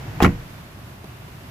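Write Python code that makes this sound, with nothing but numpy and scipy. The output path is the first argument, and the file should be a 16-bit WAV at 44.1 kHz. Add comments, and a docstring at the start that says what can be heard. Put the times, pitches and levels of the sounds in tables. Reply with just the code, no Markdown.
"""Car door in a parking lot

A car door is pushed shut at arm's length from a phone microphone, out in the open. The latch meets
the striker, snaps over and chatters home while the door lands on its seal and the panels boom.
Air and hinge noise go with the swing. Far traffic rumble and hiss lie behind it, and a few faint
scuffs and a rustle follow."""
import sys
import numpy as np
from scipy import signal
from scipy.fft import rfft, irfft
from scipy.io import wavfile
from scipy.ndimage import uniform_filter1d

SR = 44100
rng = np.random.default_rng(int(sys.argv[2]) if len(sys.argv) > 2 else 0)


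def store_pcm(level_fs):
    """Save levels as 16-bit WAV."""
    pcm = np.round(np.clip(level_fs, -1, 1) * 32767).astype(np.int16)
    wavfile.write(sys.argv[1], SR, np.atleast_2d(pcm).T)


N = 66150
TIME_S, BIN_HZ = np.arange(N) / SR, np.fft.rfftfreq(N, 1 / SR)


# the door landing on its seal and rocking in the latch: start_s, level_db, contact_s
LANDINGS = [(0.2244, -1, 0.0025), (0.2412, -1, .0035), (0.2534, 0, 0.0052), (0.2630, -5, 0.0041),
            (0.2787, -4, 0.011)]
# door panel and cabin modes: pitch_hz, level_db, t60_s
PANEL_MODES = [(25.9, -20.5, 0.75), (51, -30, 0.52), (81.3, -17, 0.16), (108.1, -25.5, 0.36),
               (137.8, -22, 0.38), (165.4, -26.5, 0.39), (185, -14, 0.16), (214.5, -10.5, 0.22),
               (243, -24, 0.18), (280.2, -13.5, .22), (341.5, -20, 0.21), (357.5, -19, 0.29),
               (477, -37, 0.44), (479, -45, 0.61)]

def door_boom():
    """Each landing booms in the panels, close to the microphone; a longer contact is duller."""
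    out = 0
    for start, db, contact_s in LANDINGS:
        spectrum = rfft(ring(PANEL_MODES, start))
        out += undb(db) * irfft(spectrum / (1 + .5j * BIN_HZ * contact_s), N)
    return pan(out, db=-1.5)


# metal contacts in the latch, levels relative within each layer:
# start_s, knock_db, clack_db, snap_db, pitch_hz
LATCH_CONTACTS = [(0.2035, 1, -8.5, -17.5, 2470), (0.2102, -1, -15, -21, 1250),
                  (0.217, -10, -11, -10, 2770), (0.2212, -4, -8, -9, 1950), (0.2240, -1.5, -9.5, -1, 3290),
                  (0.2295, -33, -4.5, 3.5, 1635), (0.236, -7, -5.5, -3.5, 1830),
                  (0.2460, 2, 5.5, -4.5, 1328), (0.2516, -30, -4, -8, 2214), (0.2578, -4.5, -1, -21, 1250),
                  (0.2626, -24, -5.5, -12, 2534), (0.2775, -34, -13.5, -30, 1980),
                  (0.2914, -20, -22, -30, 2130)]
# modes of the latch on its plate and of the hollow door frame: pitch_hz, level_db, t60_s
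PLATE_MODES = [(600, -4.5, 0.133), (693, 3, 0.14), (821, -9, .09), (887, -2, 0.083), (1055, -1, 0.21),
               (1061, 12, 0.034), (1350, -1, 0.054), (1383, 3.5, 0.068), (1930, 6.5, 0.052),
               (2133, 6.5, 0.038), (2630, -31, .07), (2835, 2.5, 0.054)]
FRAME_MODES = [(501, -21.5, 0.038), (826, -15, 0.034), (944, -26.5, .05)]
# spectra of the frame's knock, the pawl's clack and the spring's snap: frequency_hz, level_db
KNOCK_COLOUR = [(150, -5), (400, -1.5), (480, -6), (545, -10), (700, -1), (860, -0.5), (1020, -17),
                (1300, -20), (4000, -64)]
CLACK_COLOUR = [(400, -39), (950, -5.5), (1400, -0.5), (1750, -10), (2200, -3.5), (2850, -19), (3400, -25),
                (8000, -37.5)]
SNAP_COLOUR = [(1200, 1), (3200, 4), (4300, -0.5), (5600, 1), (7600, -3.5), (8800, -14.5), (10500, -6.5),
               (12500, -9), (15500, -13)]

def latch():
    """Every contact knocks the frame, clacks the pawl, rings plate and struck part, snaps the spring."""
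    out = 0
    for start, knock_db, clack_db, snap_db, hz in LATCH_CONTACTS:
        knock = ring(FRAME_MODES, start) + undb(-16.5) * burst(KNOCK_COLOUR, start, t60_s=0.036)
        clack = undb(-13.5) * burst(CLACK_COLOUR, start, t60_s=0.018)
        plate = undb(-30) * ring(PLATE_MODES, start)
        rise = 1 - np.exp(-since(start) / 0.0011)
        ping = rise * ring([(hz, -5, 0.013)], start)  # the struck part
        snap = undb(-24) * burst(SNAP_COLOUR, start, t60_s=0.04)
        out += undb(knock_db) * knock + undb(clack_db) * (clack + plate + ping) + undb(snap_db) * snap
    return pan(out, db=-1)


# clicks of the catch: start_s, level_db
CLICKS = [(0.2245, -10.5), (0.232, -30)]
# their spectrum at arm's length: frequency_hz, level_db
CLICK_COLOUR = [(1500, -18), (4000, -20), (8000, -32), (10500, 3), (12500, 9), (15500, 2)]

def catch_clicks():
    """The catch snaps over with a bright click and a much fainter second one."""
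    return sum(undb(db) * noise(CLICK_COLOUR) * decay(start, t60_s=0.0041) for start, db in CLICKS)


# air and hinge noise beside the door: frequency_hz, level_db
SWING_COLOUR = [(25, -10), (70, -2), (135, 3), (230, -16), (320, -8.5), (410, -19.5), (650, -20),
                (1000, -20), (1200, -26.5), (1900, -23.5), (4000, -35.5), (7000, -38.5), (9000, -55),
                (12000, -44), (15500, -45)]

def door_swing():
    """Air and hinge make a soft rush that dies away once the door is shut."""
    hold_s, fade_s = 0.25, 0.32
    fade = np.clip(1 - since(hold_s) / fade_s, 0, 1)
    return undb(-34.5) * noise(SWING_COLOUR) * fade


# scuffs on the asphalt: start_s, level_db
ASPHALT_SCUFFS = [(0.789, -39.5), (1.0426, -33), (1.220, -41.5), (1.280, -41)]
# their spectrum: frequency_hz, level_db
SCUFF_COLOUR = [(150, -1), (500, 7), (950, 1.5), (1500, -13), (3500, -11), (6000, -25)]

def scuffs():
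    """Short, dull scrapes on the asphalt after the door has shut."""
    return sum(undb(db) * burst(SCUFF_COLOUR, start, t60_s=0.029) for start, db in ASPHALT_SCUFFS)


# the open lot, with traffic in the distance: frequency_hz, level_db
LOT_COLOUR = [(15, -49), (25, -35), (43, -9.5), (126, 0), (156, -6.5), (209, -8.5), (227, -11), (359, -15),
              (469, -21.5), (666, -17.5), (826, -21.5), (945, -20), (1710, -25), (2700, -27.5),
              (8810, -40.5), (12200, -35), (15500, -42)]

def parking_lot():
    """Far traffic rumbles under a thin hiss; the level flickers slightly."""
    return undb(-39 + 0.65 * wander(rate_hz=12.56)) * noise(LOT_COLOUR)


# a narrow band of treble rustle: frequency_hz, level_db
RUSTLE_COLOUR = [(1800, -22), (2450, -5), (2750, 2), (3200, -17), (5000, -24)]

def rustle():
    """A very faint, uneven rustle comes in late and stays."""
    swell = np.minimum(since(1.01) / 0.056, 1)
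    return undb(-60 + 2 * wander(rate_hz=25.2)) * swell * noise(RUSTLE_COLOUR)


# stereo width at the microphone: frequency_hz, side_minus_mid_db
STEREO_WIDTH = [(60, -20.5), (140, -20), (300, -9), (700, -3.5), (1500, 1), (4000, -1.5), (15000, 1)]

def noise(colour, side_db=0):
    """Coloured stereo noise of rms 1, alike left and right in the bass and unrelated in the treble."""
    mid, side = rfft(rng.standard_normal((2, N)))
    side = side * curve(STEREO_WIDTH) * undb(side_db)
    x = irfft(np.array([mid + side, mid - side]) * curve(colour), N)
    return x / np.sqrt(np.mean(x ** 2))


def burst(colour, start, t60_s):
    """A crack of coloured noise with a faint tail scattered by the car body and the asphalt."""
    x = noise(colour, side_db=-2)
    local_rms = np.sqrt(uniform_filter1d(np.mean(x ** 2, axis=0), size=220))
    tail = undb(-22) * decay(start, t60_s=0.22)
    return x / local_rms * (decay(start, t60_s) + tail)


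def ring(modes, start, rise_s=0.00045, wide_hz=700):
    """Damped modes struck together; their phase between left and right widens with pitch up to wide_hz."""
    age, out = since(start), 0
    for k, (hz, db, t60_s) in enumerate(modes):
        skew = (-1) ** k * np.pi / 6 * min(hz / wide_hz, 1) * np.array([[1], [-1]])
        out += undb(db) * np.sin(2 * np.pi * hz * age + skew) * undb(-60 * age / t60_s)
    return out * np.minimum(age / rise_s, 1)


def decay(start, t60_s):
    """Sudden rise and exponential fall."""
    age = since(start)
    return (1 - np.exp(-age / 0.00011)) * undb(-60 * age / t60_s)


def wander(rate_hz):
    """Smooth random drift with a spread of 1."""
    hold = int(SR / rate_hz)
    steps = np.repeat(rng.standard_normal(N // hold + 1), hold)
    drift = uniform_filter1d(steps, hold)[:N]
    return drift / drift.std()


def curve(points):
    """Gain at every frequency bin from (frequency_hz, level_db) points."""
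    hz, db = np.array(points, float).T
    return undb(np.interp(np.log(BIN_HZ + 1), np.log(hz), db))


def since(start):
    """Seconds since start, zero before it."""
    return np.maximum(TIME_S - start, 0)


def undb(db):
    """Decibels to gain."""
    return 10 ** (np.asarray(db) / 20)


def pan(x, db):
    """Shift the balance by db, left minus right."""
    return x * undb(np.array([[db], [-db]]) / 2)


def scene():
    """The door shuts close by and slightly to the right, with the open lot behind it."""
    left, right = parking_lot() + rustle() + scuffs()
    left = np.interp(TIME_S - 0.0001226, TIME_S, left)  # the lot reaches the left microphone later
    background = pan(np.array([left, right]) + door_swing(), db=-0.5)
    return door_boom() + latch() + catch_clicks() + background


def record(dry):
    """The phone drops the deepest bass, clips at full scale and cuts the top."""
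    low_cut = signal.butter(2, 15, "high", fs=SR, output="sos")
    top_cut = signal.ellip(10, .2, 80, 15450, fs=SR, output="sos")
    clipped = np.clip(signal.sosfilt(low_cut, dry), -1, 1)
    return signal.sosfilt(top_cut, clipped)


dry = scene()
out = record(dry)
store_pcm(out)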